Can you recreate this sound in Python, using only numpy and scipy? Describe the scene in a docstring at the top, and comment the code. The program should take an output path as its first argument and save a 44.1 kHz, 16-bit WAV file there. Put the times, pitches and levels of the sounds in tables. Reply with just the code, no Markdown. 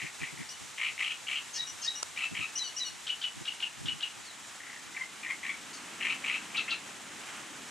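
"""In the reeds of a marsh a warbler sings: grating rasps, whistles, chips and a soft stutter, mostly in pairs.
Membranes in its syrinx modulate the airflow, its throat filters the tone, and the stems scatter it.
Behind it lies a steady hiss; toward the end a low drone and a soft rustle come up.
Light puffs of air press on the microphone, and the camera clicks once."""
import sys
import numpy as np
from scipy import signal
from scipy.fft import rfft, irfft
from scipy.io import wavfile
from scipy.ndimage import uniform_filter1d

SR = 44100
rng = np.random.default_rng(int(sys.argv[2]) if len(sys.argv) > 2 else 0)


def dump(signal):
    """Clip the signal to [-1, 1] and save it as 16-bit WAV at the path in sys.argv[1]."""
    limited = np.clip(np.atleast_2d(signal).T, -1, 1)
    pcm = np.round(limited * 32767).astype(np.int16)
    wavfile.write(sys.argv[1], SR, pcm)


N = 339570
TIME, BINS = np.arange(N) / SR, np.fft.rfftfreq(N, 1 / SR)


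def amp(db):
    """Amplitude ratio of a level in decibels."""
    return 10 ** (np.asarray(db) / 20)


def unit(x):
    """Normalisation to rms 1."""
    return x / np.sqrt(np.mean(x ** 2) + 1e-20)


def at_frequency(points, hz=BINS):
    """Interpolation on a logarithmic frequency axis."""
    f, value = np.transpose(points)
    return np.interp(np.log(hz + 1), np.log(f + 1), value)


def envelope(curve):
    """Amplitude envelope, linear in decibels between breakpoints."""
    return amp(np.interp(TIME, *np.transpose(curve)))


def gaussian(x, centre, width):
    """Gaussian pulse of height 1."""
    return np.exp(-((x - centre) / width) ** 2)


def wander(rate_hz):
    """Random modulation: low-pass noise of rms 1."""
    return unit(irfft(rfft(rng.standard_normal(N)) * gaussian(BINS, 0, rate_hz), N))


def correlated(left, independent, coherence):
    """Partial coherence: the right channel is part left channel, part independent signal."""
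    return coherence * left + np.sqrt(1 - coherence ** 2) * independent


def noise(spectrum, coherence, lead_rad=0):
    """Spectral shaping of two partly coherent channels of white noise."""
    left, independent = rfft(rng.standard_normal((2, N)))
    right = correlated(left, independent, coherence) * np.exp(-1j * lead_rad)
    return unit(irfft(np.array([left, right]) * amp(at_frequency(spectrum)), N))


# Spectrum of the hiss: f/Hz, relative level/dB
HISS_SPECTRUM = [(15, -52), (28, -28), (55, -9), (99, -5.5), (183, -6), (566, -8.5), (848, -3.5), (970, -5),
                 (1570, -6), (1710, -4), (2700, -6), (3930, -5), (4490, -9), (7490, -4.5), (11500, -16.5),
                 (15500, -39)]
# The hiss eases and partly returns: t/s, relative level/dB
HISS_ENVELOPE = [(2.5, -58.7), (4.2, -60.6), (5.3, -60.6), (5.8, -59.7)]
# Likeness of the channels: f/Hz, signed coherence
HISS_COHERENCE = [(60, -0.71), (130, -0.46), (290, -0.24), (640, -0.012), (1400, 0.75), (3100, 0.74),
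                  (6800, 0.82), (9500, 0.29), (15000, 0.31)]
# Lead of the left channel: f/Hz, phase/rad
HISS_LEAD = [(300, -0.097), (700, -0.43), (3000, 0.23), (7500, 0.032), (9200, 0.69), (11500, 1.9),
             (15000, -0.12)]


def hiss(gain_db=12, flicker_db=0.75):
    """Broadband noise whose coherence depends on frequency; its level flickers slightly."""
    band = noise(HISS_SPECTRUM, at_frequency(HISS_COHERENCE), at_frequency(HISS_LEAD))
    return band * envelope(HISS_ENVELOPE) * amp(gain_db + flicker_db * wander(27))


# Spectrum of the drone: f/Hz, relative level/dB
DRONE_SPECTRUM = [(25, -65), (80, -17), (130, -8), (200, -1), (300, -0.5), (450, -8.5), (700, -9.5),
                  (1500, -45)]
# The drone creeps in, rises and holds: t/s, level/dB
DRONE_ENVELOPE = [(0, -75.5), (4.95, -64), (5.9, -55.5)]


def drone():
    """Low-frequency noise, nearly coherent in the two channels, heard as a distant drone."""
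    return noise(DRONE_SPECTRUM, coherence=0.94) * envelope(DRONE_ENVELOPE)


# Spectrum of the rustle: f/Hz, relative level/dB
RUSTLE_SPECTRUM = [(30, -70), (400, -28), (800, -4), (1300, -1), (2200, -1.5), (3100, -3), (4000, -17.5),
                   (8000, -11), (14000, -40)]
# Its two swells: t/s, rise/dB, half width/s
RUSTLE_SWELLS = [(6.2, 4.5, 0.54), (7.32, 5, 0.12)]


def rustle(start_db=-58, growth_db_per_s=1.12, flicker_db=0.88):
    """Amplitude-modulated mid-band noise: a rustle that grows slowly and swells twice."""
    band = noise(RUSTLE_SPECTRUM, coherence=0.88)
    swells_db = sum(db * gaussian(TIME, s, width) for s, db, width in RUSTLE_SWELLS)
    return band * amp(start_db + growth_db_per_s * TIME + swells_db + flicker_db * wander(25))


# Pressure spectrum of the eddies: f/Hz, relative level/dB
PUFF_SPECTRUM = [(25, -32), (70, -8.5), (130, 1.5), (230, -3.5), (330, -4), (600, -29), (1500, -55)]
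# The stronger puffs: t/s, relative level/dB, duration/s
PUFFS = [(0.008, -46.5, 0.066), (0.193, -44.5, 0.07), (0.315, -52, .042), (0.366, -49, 0.085),
         (.586, -55, .1), (2.299, -46, 0.062), (2.365, -49.5, 0.087), (3.338, -53, 0.076),
         (3.4, -45, 0.036), (3.727, -49.5, 0.3), (3.837, -51, 0.035)]


def puffs(gain_db=1, spacing_s=0.55, calm_at_s=4.8, faint_db=-62, faint_length_s=0.14):
    """Turbulent pressure: eddies thump the two microphone ports, largely in antiphase."""
    push, turbulence = np.zeros(N), noise(PUFF_SPECTRUM, coherence=-0.83)
    slots = np.arange(0, calm_at_s, spacing_s)
    faint_eddies = [(s + spacing_s * rng.random(), faint_db, faint_length_s) for s in slots]
    for s, db, length in PUFFS + faint_eddies:
        start, swell = round(s * SR), unit(np.hanning(int(length * SR)))
        push[start:start + len(swell)] += amp(db + gain_db) * swell
    return push * turbulence


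# Spectrum of the tick: f/Hz, relative level/dB
CLICK_SPECTRUM = [(150, -42), (450, -6), (750, -4), (1050, 3.5), (1380, -2), (1750, -17), (2700, -6),
                  (3500, -17), (4900, -1.5), (7900, -6), (9400, -13), (15000, -46.5)]


def camera_click(at_s=2.0302, half_width_s=0.0014, db=-25):
    """A broadband transient: one dry tick on the camera body."""
    burst = amp(db) / np.sqrt(1 + ((TIME - at_s) / half_width_s) ** 4)
    return burst * noise(CLICK_SPECTRUM, coherence=0.2)


def scattered(sound, t60_s, coherence, count):
    """Scattering: many stems return echoes at random delays, with exponential decay."""
    delay = rng.uniform(0.002, t60_s, (2, count))
    echoes = rng.choice([-1., 1.], delay.shape) * amp(-60 * delay / t60_s)
    response = np.zeros((2, N))
    np.put_along_axis(response, (delay * SR).astype(int), echoes, axis=1)
    response /= np.linalg.norm(response, axis=1, keepdims=True)
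    response[1] = correlated(response[0], response[1], coherence)
    return signal.fftconvolve(sound[None], response[:, :SR], axes=1)[:, :N]


def syrinx(hz, slope_db, fundamental_db):
    """Harmonic series of four partials; the throat favours the second, which sounds at hz."""
    phase = np.pi * np.cumsum(hz) / SR
    gains = amp([fundamental_db, 0, slope_db, 2 * slope_db])
    return np.sqrt(2) * sum(gain * np.sin(k * phase) for k, gain in enumerate(gains, 1))


def rattle(rate_hz, jitter, decay_cycles, uneven_db):
    """Pulse modulation: the membranes open in uneven, rounded pulses, each dying before the next."""
    cycles = np.cumsum(rate_hz * np.exp(jitter * wander(120.3))) / SR
    pulses = np.exp(-(cycles % 1) / decay_cycles)
    rounded = uniform_filter1d(pulses, size=int(0.33 * SR / rate_hz))
    return unit(rounded * amp(uneven_db * wander(70)))


def airflow_catches(rate_hz=58, width_cycles=0.21, depth=0.96, jitter=0.16, uneven_db=1.5):
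    """Gating: the airflow catches for a moment between groups of three or four pulses."""
    cycles = np.cumsum(rate_hz * np.exp(jitter * wander(40.5))) / SR
    gate = 1 - depth * gaussian(cycles % 1, 0.5, width_cycles)
    return gate * amp(uneven_db * wander(38))


# One short falling note; columns as for the syllables below
PIP = [(.001, 0.007, 2190, 1790, -41, .06, -13.5)]
# Even runs of pips: t/s, duration/s, spacing/s, mid-run pitch factor, mid-run gain/dB
STUTTERS = [(0.372, .07, 0.018, 1.1, -4), (4.602, .175, .0314, 1.02, -3.5)]


def stutters(edge_pitch=0.93, edge_db=-1):
    """Periodic repetition: song rows of pips, highest and loudest in the middle of each run."""
    rows = []
    for s, length, spacing, pitch, db in STUTTERS:
        onsets = s + np.arange(0, length, spacing)
        for onset, edge in zip(onsets, np.linspace(-1, 1, len(onsets)) ** 2):
            rows.append((onset, PIP, pitch * edge_pitch ** edge, db + edge_db * edge))
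    return rows


# Syllables before transposition, one row a note: delay/s, duration/s, first f/Hz, last f/Hz,
# relative level/dB, roughness (fractional pitch scatter), overtone slope/dB per harmonic
SQUEAK = [(0, 0.0086, 4920, 5400, -44, 0.085, -23), (.006, .028, 5680, 5950, -48.5, .012, -11),
          (0.022, .035, 2950, 2930, -55, .006, -3)]
WHISTLE = [(0, 0.054, 6300, 6550, -43.5, .014, -25), (.01, 0.044, 5290, 5510, -44.5, 0.116, -22),
           (.012, .052, 2835, 2880, -52, 0.022, 0), (.03, .048, 1700, 1960, -52.5, .012, -15),
           (.031, .027, 5640, 4730, -39, 0.096, -18), (.05, .07, 3780, 3830, -43, 0.039, -20),
           (.064, 0.02, 3785, 3900, -33, .01, -25), (.137, .047, 5740, 5830, -43.5, .011, -25)]
WARBLE = [(0, 0.0397, 5630, 6200, -37, 0.019, -23), (.015, 0.031, 5690, 5540, -41, 0.16, -23),
          (.035, .048, 4130, 3820, -35.5, .012, -22), (.08, .054, 3030, 2872, -44, .016, -0.5)]
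CHIP = [(0, 0.0075, 3370, 3290, -38, 0.18, -11.5), (.008, .0194, 3252, 3432, -42, 0.18, -17),
        (.02, 0.012, 3227, 2910, -42, 0.304, -8), (.024, .021, 2919, 2920, -30.5, .065, -27),
        (.039, .045, 2950, 2763, -46.5, .12, -27)]
CHURR = [(0, 0.0272, 2300, 3240, -36, .16, -25), (.024, .034, 3950, 3650, -37, 0.175, -16),
         (.034, 0.0238, 2880, 2620, -31, 0.039, -23), (.052, 0.02075, 2450, 2640, -39.5, .14, -10),
         (.05, .06, 4200, 4130, -53, .05, -25)]
SLUR = [(0, .035, 4200, 4750, -53, .02, -25), (.028, .065, 4650, 3650, -49, .02, -25)]
CROAK = [(0, 0.012, 2130, 2040, -45, .087, -18), (.017, .018, 2140, 2120, -37.5, 0.16, -26),
         (.048, .016, 1950, 2150, -46, .1, -16), (.062, .019, 2166, 2056, -34, .027, -22)]
WHEEZE = [(0, 0.062, 4750, 4570, -55, 0.034, -3.5), (0, .05, 5700, 5690, -50.5, 0.22, -15)]
# Sequence of syllables: t/s, syllable, pitch factor, gain/dB
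SONG = [(.489, SQUEAK, 1, 0.5), (1.528, WHISTLE, 1, -1), (1.812, WHISTLE, .995, .5),
        (2.552, WARBLE, 1, -.5), (2.761, WARBLE, 0.98, -2.5), (3.068, CHIP, 1.023, 0),
        (3.214, CHIP, 1.014, -.5), (3.452, CHIP, .99, -3), (3.602, CHIP, .96, -1), (3.857, CHIP, .99, -1.5),
        (4.005, CHIP, .99, -2), (4.229, SLUR, .99, -6), (4.946, CROAK, 0.98, -1),
        (5.727, WHEEZE, .95, -1.5), (6.542, CHURR, 0.97, 0), (6.679, CHURR, 0.97, -1)]
# Strength of the fundamental: second harmonic's f/Hz, level/dB relative to that harmonic
FUNDAMENTAL = [(2000, -20), (2700, -15.5), (2950, -34), (3400, -10), (3800, -19), (5200, -21), (6000, -6),
               (6500, -11)]


def syllables(arch=0.018, flutter=3.3, taper=0.37):
    """Frequency modulation: each note is an arched glide; the rougher it is, the more it rattles."""
    out, chaos = np.zeros(N), np.tanh(wander(900))
    pulses = rattle(rate_hz=300, jitter=0.3, decay_cycles=0.42, uneven_db=6.5)
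    for s, notes, pitch, gain_db in SONG + stutters():
        for delay, length, first_hz, last_hz, db, roughness, slope_db in notes:
            on = (TIME >= s + delay) & (TIME < s + delay + length)
            progress = np.linspace(0, 1, on.sum())
            glide_hz = pitch * (first_hz + (last_hz - first_hz) * progress)
            bend = 1 + arch * (np.sin(np.pi * progress) - 0.5) + roughness * chaos[on]
            tone = syrinx(glide_hz * bend, slope_db, at_frequency(FUNDAMENTAL, last_hz))
            grain = pulses[on] ** np.clip(flutter * roughness, 0, 1)
            swell = unit(signal.windows.tukey(len(tone), taper) * grain)
            out[on] += amp(db + gain_db) * swell * tone
    return out


def rasp_effort(t, length, crescendo_db, sag_db, sag_at, attack_s=0.021, release_s=0.023):
    """Level envelope of a rasp in dB: two surges of effort with a sag between them."""
    attack = -5.5 * np.clip(1 - t / attack_s, 0, 1)
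    release = -13.5 * np.clip(1 - (length - t) / release_s, 0, 1)
    sag = sag_db * gaussian(t, sag_at * length, width=0.011)
    return attack + release + crescendo_db * (t / length - 0.5) - sag


# Resonances of the throat: f/Hz, gain/dB
THROAT_RESPONSE = [(600, -27), (1150, -4), (1500, -11), (1900, 0.5), (2600, -2.5), (3100, -1.5),
                   (3550, -3.5), (4000, -3), (4700, -8.5), (8000, -5), (14000, -43)]
# Rasps: t/s, duration/s, relative level/dB, crescendo/dB, sag/dB, place of the sag (0-1),
# first f/Hz, last f/Hz, final roughness (fractional pitch scatter)
RASPS = [(-.012, 0.1, -38, -3, 10, 0.55, 2300, 2337, 0.18),
         (0.202, 0.1, -38.5, -1, 16, 0.63, 2177, 2336, 0.15),
         (.774, 0.13, -33.5, 3.5, -0.5, 0.66, 2597, 2503, 0.167),
         (.977, .161, -33, 3.5, 10, .73, 2524, 2737, 0.16),
         (1.26, .139, -34.5, 4.5, 4, 0.64, 2476, 2798, 0.15),
         (2.162, .109, -33, 6, 2.5, 0.55, 2506, 2598, 0.093),
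         (2.341, 0.13, -35.5, 0, 2, 0.47, 2530, 2637, 0.072),
         (5.229, .102, -35.5, 8.5, 13, 0.51, 2260, 2164, 0.1),
         (5.429, 0.097, -34, 7.5, 10, 0.49, 2150, 2290, 0.086),
         (6.003, .14, -31.5, 5.5, 6, 0.58, 2432, 2600, 0.13),
         (6.238, 0.14, -32, 3, 5, 0.66, 2512, 2702, 0.11)]


def rasps(start_roughness=0.216, settle_at=0.46, settle_span=0.16, end_rattle=0.48, gain_db=1, air_db=-12):
    """Source and filter: a rattling, chaotic tone and a rush of air pass through the throat."""
    out, chaos = np.zeros(N), np.tanh(wander(705))
    pulses = rattle(rate_hz=190, jitter=0.17, decay_cycles=0.4, uneven_db=1) * airflow_catches()
    air = amp(air_db) * rng.standard_normal(N)
    for s, length, db, crescendo_db, sag_db, sag_at, first_hz, last_hz, end_roughness in RASPS:
        on = (TIME >= s) & (TIME < s + length)
        t = TIME[on] - s
        # Partway through, the pitch steadies and the rattle softens: some rasps narrow toward a tone.
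        settled = np.clip((t / length - settle_at) / settle_span, 0, 1)
        roughness = start_roughness + (end_roughness - start_roughness) * settled
        grain = unit(pulses[on] ** (1 + settled * (end_rattle - 1)))
        glide_hz = first_hz + (last_hz - first_hz) * t / length
        tone = syrinx(glide_hz * (1 + roughness * chaos[on]), slope_db=-16, fundamental_db=-14)
        effort = amp(db + gain_db + rasp_effort(t, length, crescendo_db, sag_db, sag_at))
        out[on] += effort * signal.windows.tukey(len(t), 0.04) * grain * (tone + air[on])
    return irfft(rfft(out) * amp(at_frequency(THROAT_RESPONSE)), N)


def warbler(reeds_db=-3.5, bank_db=-17, pan_db=1.5, lag_s=12e-6):
    """Time and level differences place the bird a little to the left; echoes follow the direct sound."""
    song = rasps() + syllables()
    delayed = irfft(rfft(song) * np.exp(-2j * np.pi * BINS * lag_s), N)
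    near_reeds = amp(reeds_db) * scattered(song, t60_s=0.19, coherence=0.85, count=260)
    far_bank = amp(bank_db) * scattered(song, t60_s=0.55, coherence=1.0, count=900)
    return (np.array([song, delayed]) + near_reeds + far_bank) * amp([[pan_db], [-pan_db]])


def scene():
    """Superposition of the bird, the marsh background and the small noises at the camera."""
    return warbler() + hiss() + drone() + rustle() + puffs() + camera_click()


def record(dry):
    """Band limiting by a linear-phase low-pass filter."""
    lowpass = signal.firwin(511, cutoff=15700, window=("kaiser", 9), fs=SR)
    return signal.oaconvolve(dry, lowpass[None], "same")


dry = scene()
out = record(dry)
dump(out)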